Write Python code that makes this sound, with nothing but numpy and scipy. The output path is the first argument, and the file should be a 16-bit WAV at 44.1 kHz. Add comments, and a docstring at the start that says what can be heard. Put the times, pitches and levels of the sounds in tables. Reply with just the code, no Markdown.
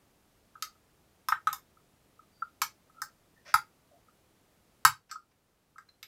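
"""A small workshop, one microphone close to a brass door lock in an upright wooden stand.
Room air hisses throughout. At 0.55 s a steel pick nudges a pin and the lock body knocks softly.
From 0.6 s pins snap: each knocks the body, rings the steel tools and thumps the stand.
From 2.3 s the pick also rubs and scrapes faintly between snaps. At 4.85 s comes the hardest snap:
the limiter ducks and recovers slowly, so the hiss and the last few clicks stay lower after it."""
import sys
import numpy as np
from scipy import signal
from scipy.fft import rfft, irfft, next_fast_len
from scipy.io import wavfile
from scipy.ndimage import uniform_filter1d

SR = 44100
rng = np.random.default_rng(int(sys.argv[2]) if len(sys.argv) > 2 else 0)


def unload_wav(signal):
    """Save mono or channel-first audio to the path in sys.argv[1] as 16-bit WAV at rate SR, clipped to [-1, 1]."""
    wavfile.write(
        sys.argv[1],
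        SR,
        np.round(np.clip(np.atleast_2d(signal).T, -1, 1) * 32767).astype(np.int16),
    )


N = 267819
T = np.arange(SR // 3) / SR  # time inside one click or stroke
FREQS = np.fft.rfftfreq(len(T), 1 / SR)


def amp(db):
    """Decibels to gain."""
    return 10 ** (np.asarray(db) / 20)


def unit(x):
    """Scale to rms 1."""
    return x / np.sqrt(np.mean(x ** 2) + 1e-20)


def along(points, hz):
    """Read (f/Hz, value) points on a log frequency axis."""
    f, v = np.transpose(points)
    return np.interp(np.log(hz + 1), np.log(f + 1), v)


def coloured(x, points):
    """Causal (minimum-phase) filter through (f/Hz, gain/dB) points."""
    m = 2 * next_fast_len(len(x))
    gain = amp(along(points, np.fft.rfftfreq(m, 1 / SR)))
    cepstrum = irfft(np.log(gain), m)
    cepstrum[1:m // 2] *= 2
    cepstrum[m // 2 + 1:] = 0
    return irfft(rfft(x, m) * np.exp(rfft(cepstrum)), m)[:len(x)]


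def add(track, s, sound):
    """Mix a sound into the track at time s."""
    part = track[max(round(s * SR), 0):][:len(sound)]
    part += sound[:len(part)]


def ring(modes, scatter_db, detune):
    """Damped modes, struck anew; neighbours swing in opposite senses, so the ring swells and beats."""
    sound = np.zeros(len(T))
    for k, (hz, db, t60) in enumerate(modes):
        decay = amp(db + scatter_db * rng.standard_normal() - 60 * T / t60)
        pitch_hz = hz * (1 + detune * rng.standard_normal())
        sound += (-1) ** k * decay * np.sin(2 * np.pi * pitch_hz * T)
    return sound


# spectrum of the workshop's air: f/Hz, relative level/dB
AIR_SPECTRUM = [(12, -41.5), (20, -5.5), (43, -3), (91, -0.5), (248, -3.5), (388, -5.5), (422, -6.5),
                (642, -8.5), (1000, -12.5), (1090, -13), (1220, -12), (1570, -15.5), (4060, -20),
                (14300, -24), (16000, -27.5)]
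def room_air(level_db=-67.5):
    """Steady room tone at the microphone."""
    return amp(level_db) * unit(coloured(rng.standard_normal(N), AIR_SPECTRUM))


# reflections off the bench and near walls: delay/s, gain
REFLECTIONS = [(.0038, 0.42), (0.0115, .07), (0.0156, .12)]
# the workshop's diffuse tail: f/Hz, t60/s
ROOM_DECAY = [(150, 0.26), (800, 0.12), (1400, 0.16), (5000, 0.17), (12000, 0.13), (16000, 0.16)]
def in_room(x, wet_db):
    """At the microphone: direct sound, near walls and a short tail; rms 1 over the first 25 ms."""
    hz, t, noise = signal.stft(rng.standard_normal(len(T)), SR, nperseg=128)
    decay = amp(-60 * t / along(ROOM_DECAY, hz)[:, None])
    tail = signal.istft(noise * decay, SR, nperseg=128)[1][:len(T)]
    build_up = 1 - np.exp(-T / 0.0063)
    wet = signal.fftconvolve(x, tail * build_up)[:len(T)]
    near = x + sum(gain * np.interp(T - delay, T, x, left=0) for delay, gain in REFLECTIONS)
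    heard = unit(near) + amp(wet_db) * unit(wet)
    return heard / np.sqrt(np.mean(heard[:SR // 40] ** 2))


# modes of the lock body in its stand: f/Hz, relative level/dB, t60/s
BODY_MODES = [(829, -12, 0.048), (865.6, -4, 0.015), (1052, -1, 0.015), (1258.4, -0.5, 0.048),
              (1388, -6, 0.031), (1430, -16, 0.031), (1567, -6, 0.028), (1670, -4.5, 0.0063),
              (1812, -16.5, 0.033), (2115, -20, 0.02)]
def body_knock(bass_db, upper_db):
    """The lock body: a soft contact wakes only its main resonance, a hard one all of them."""
    soft_db = min(upper_db, 0)  # the softer the contact, the faster the outer modes fall away
    low_db, high_db = bass_db + soft_db, upper_db + soft_db
    contact = [(520, low_db - 24), (680, low_db - 16.5), (810, low_db), (1040, bass_db), (1200, -0.55),
               (1400, 2.9), (1570, upper_db), (2200, high_db), (2900, high_db - 10.5),
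               (6000, soft_db - 46.5)]
    body = ring(BODY_MODES, scatter_db=3.5, detune=0.0022)
    return in_room(coloured(body, contact), wet_db=-8.5)


# modes of the wooden stand: f/Hz, relative level/dB, t60/s
STAND_MODES = [(109, -1, 0.093), (145, -4, 0.18), (60, -18, 0.23)]
def stand_thump():
    """The stand rocks on the bench after a blow."""
    rocking = in_room(ring(STAND_MODES, scatter_db=3.5, detune=0.0091), wet_db=-8)
    return coloured(rocking, [(25, -13.5), (80, 2.5), (150, 0.5), (200, -11.5), (600, -38.5)])


def blow(knock_db, bass_db, upper_db):
    """One contact on the lock: the body knocks, and the heavier the blow the more the stand joins in."""
    thump_db = 1.3 * knock_db + 0.33 * bass_db - 31
    return amp(knock_db - 2.5) * body_knock(bass_db, upper_db) + amp(thump_db) * stand_thump()


# soft contacts on a pin: t/s, relative knock level/dB
PIN_NUDGES = [(0.553, -49), (0.751, -69), (1.769, -62), (2.1918, -54), (2.4206, -30.5), (2.896, -62),
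              (4.082, -62), (5.155, -35), (5.757, -51.5)]
def nudges():
    """The pick nudges a pin, too softly to ring the steel."""
    track = np.zeros(N)
    for s, knock_db in PIN_NUDGES:
        add(track, s, blow(knock_db, bass_db=-12, upper_db=-11.5))
    return track


# modes of pick and tension tool: f/Hz, relative level/dB, t60/s
TOOL_MODES = [(2200, 2, 0.044), (2560, -4.5, .025), (3140, -8, .04), (3860, -6, 0.054), (3930, 2, 0.023),
              (4360, -7, 0.016), (4940, 1, 0.034), (5260, 3.5, .035), (5390, -7.5, 0.076),
              (5580, -4.5, 0.057), (5970, 5.5, 0.024), (5980, -7.5, 0.068), (6660, -1, 0.05),
              (7600, -3.5, 0.079), (7480, -1, 0.08), (8480, -5, 0.036), (9606, -1, 0.048),
              (9900, -7, 0.043), (10980, 1, 0.046), (11560, -1.5, 0.02), (12000, 5.5, 0.073),
              (11667, 1.5, 0.0083), (12400, -4, 0.075), (14300, -8.5, .02)]
# modes of the pick's free length: f/Hz, relative level/dB, t60/s
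PICK_MODES = [(3780, -6, 0.035), (4580, 0, .03), (5500, -2, 0.013), (6000, 0, .03), (7030, -1.5, .04),
              (8250, -1.5, 0.065), (11150, -3, 0.029), (11800, -1, .04)]
def steel_ring(low_db, top_db, note_hz, note_t60_s=0.03, rise_s=0.0007):
    """A crack fills the room; the hand-damped tools ring, with a note set by where the pick touches."""
    contact = [(600, -58.5), (1100, -29), (1700, low_db - 4), (2300, low_db), (3900, low_db),
               (4600, 0.5), (8200, -2), (8700, top_db - 6), (9400, top_db + 1), (11500, top_db + 2),
               (14000, top_db - 0.5), (16000, top_db - 7.5)]
    # each point of contact wakes some parts of the treble and misses others
    uneven = np.column_stack([np.linspace(2000, 16000, 36), 3 * rng.standard_normal(36)])
    burst = amp(-60 * T / 0.003) + amp(-20 - 60 * T / 0.02)
    rise = 1 - np.exp(-T / rise_s)  # the tools swing up
    crack = coloured(rng.standard_normal(len(T)) * burst * rise, uneven)
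    tools = unit(ring(TOOL_MODES, scatter_db=4, detune=0.0077))
    pick = unit(ring(PICK_MODES, scatter_db=3.5, detune=0.002))
    note = unit(ring([(note_hz, 0, note_t60_s)], scatter_db=0, detune=0.0023))
    ringing = (tools + amp(-5.5) * pick + amp(-4) * note) * rise
    crack_at_mic = in_room(coloured(crack, contact), wet_db=-4)
    ringing_at_mic = in_room(coloured(ringing, contact), wet_db=-7.5)
    return amp(-4) * crack_at_mic + amp(-3.5) * ringing_at_mic


# snapping pins, levels relative: t/s, knock level/dB, knock bass tilt/dB,
# steel level/dB, steel low tilt/dB, steel top tilt/dB, pick note f/Hz
PIN_SNAPS = [(0.6236, -36.5, -26, -36.5, 1.5, -5, 6480), (1.2855, -27.5, 4.5, -36.5, -1.5, 1.5, 3600),
             (1.3217, -21.5, -2.5, -47.5, 15, -14, 5480), (1.4710, -21.5, -3, -42, 8, -3.5, 5980),
             (1.5291, -36.5, 4.5, -38.5, -2.5, 1, 3634), (2.6175, -27, 3, -29, 1.5, -5, 5920),
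             (3.0178, -34, -5.5, -40.5, -17, -6, 8260), (3.5408, -16, 7, -30, -0.5, -4.5, 4850),
             (4.8502, -7, 5.5, -15, 1.5, -4, 4547), (5.1125, -37.5, -19, -40, -9, -18, 4440),
             (5.1221, -37, -15, -49, -13, -11.5, 8100), (5.7821, -42.5, -15.5, -60.5, -6, -10.5, 7930),
             (6.0286, -55.5, 2, -43, 11, -6, 4890)]
def snaps():
    """A pin snaps under the pick and sounds both the lock and the tools."""
    track = np.zeros(N)
    for s, knock_db, bass_db, steel_db, low_db, top_db, note_hz in PIN_SNAPS:
        add(track, s, blow(knock_db, bass_db, upper_db=4.5))
        add(track, s, amp(steel_db) * steel_ring(low_db, top_db, note_hz))
    return track


def slide(length_s, spectrum):
    """One stroke of sliding steel: dense tiny slips, shaped by a gain for each frequency."""
    slips = rng.standard_normal(len(T)) * rng.exponential(1, len(T))
    friction = irfft(rfft(slips) * spectrum, len(T))
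    stroke = np.sin(np.pi * np.clip(T / length_s, 0, 1))
    return unit(in_room(friction * stroke, wet_db=-6)) * np.sqrt(length_s / T[-1])


# the pick on one spot of the keyway: t/s, length/s, centre f/Hz, level/dB
PICK_RUBS = [(2.307, 0.16, 4650, -75.5), (2.938, 0.16, 1330, -59.5), (3.356, 0.053, 1830, -69),
             (3.456, 0.049, 635, -59), (3.892, .11, 659, -67), (5.887, 0.01, 4090, -54)]
def rubs(width_hz=60):
    """A rub wakes one resonance, which depends on where the pick touches."""
    track = np.zeros(N)
    for s, length_s, centre_hz, db in PICK_RUBS:
        resonance = np.exp(-0.5 * ((FREQS - centre_hz) / width_hz) ** 2)
        add(track, s, amp(db) * slide(length_s, resonance))
    return track


# the pick moving on to the next pin: t/s, length/s, level/dB
PICK_SCRAPES = [(3.447, 0.088, -53.5), (5.09, .03, -53.5), (5.305, 0.023, -71), (5.885, 0.011, -62.5)]
# spectrum of the scraped keyway: f/Hz, relative level/dB
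KEYWAY_SPECTRUM = [(400, -26), (900, -5), (1700, 2.5), (2800, -5.5), (4000, -11.5), (5400, -1.5),
                   (7500, -21.5), (14000, -30.5)]
def scrapes():
    """A scrape wakes the whole keyway."""
    track = np.zeros(N)
    keyway = amp(along(KEYWAY_SPECTRUM, FREQS))
    for s, length_s, db in PICK_SCRAPES:
        add(track, s, amp(db) * slide(length_s, keyway))
    return track


def scene():
    """The lock on the workshop bench, close to one microphone."""
    return (snaps() + nudges() + rubs() + scrapes() + room_air())[None]


def limiter(x, ceiling_db, max_cut_db, recover_db_per_s):
    """Ducks at once when the 20 ms level passes the ceiling, then lets the gain creep back."""
    level_db = 10 * np.log10(np.abs(uniform_filter1d(x ** 2, SR // 50)) + 1e-12)
    over_db = np.clip(level_db - ceiling_db, 0, max_cut_db)
    creep_db = recover_db_per_s * np.arange(N) / SR
    cut_db = np.maximum.accumulate(over_db + creep_db, axis=-1) - creep_db
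    return x * amp(-cut_db)


def record(dry):
    """Behind the microphone: the limiter, then the recorder's steep band limit."""
    limited = limiter(dry, ceiling_db=-14.5, max_cut_db=6.5, recover_db_per_s=2.5)
    m, top_hz = next_fast_len(N + SR // 2), 15900
    lowpass = 1 / (1 + (np.fft.rfftfreq(m, 1 / SR) / top_hz) ** 120)
    return irfft(rfft(limited, m) * lowpass, m)[..., :N]


dry = scene()
out = record(dry)
unload_wav(out)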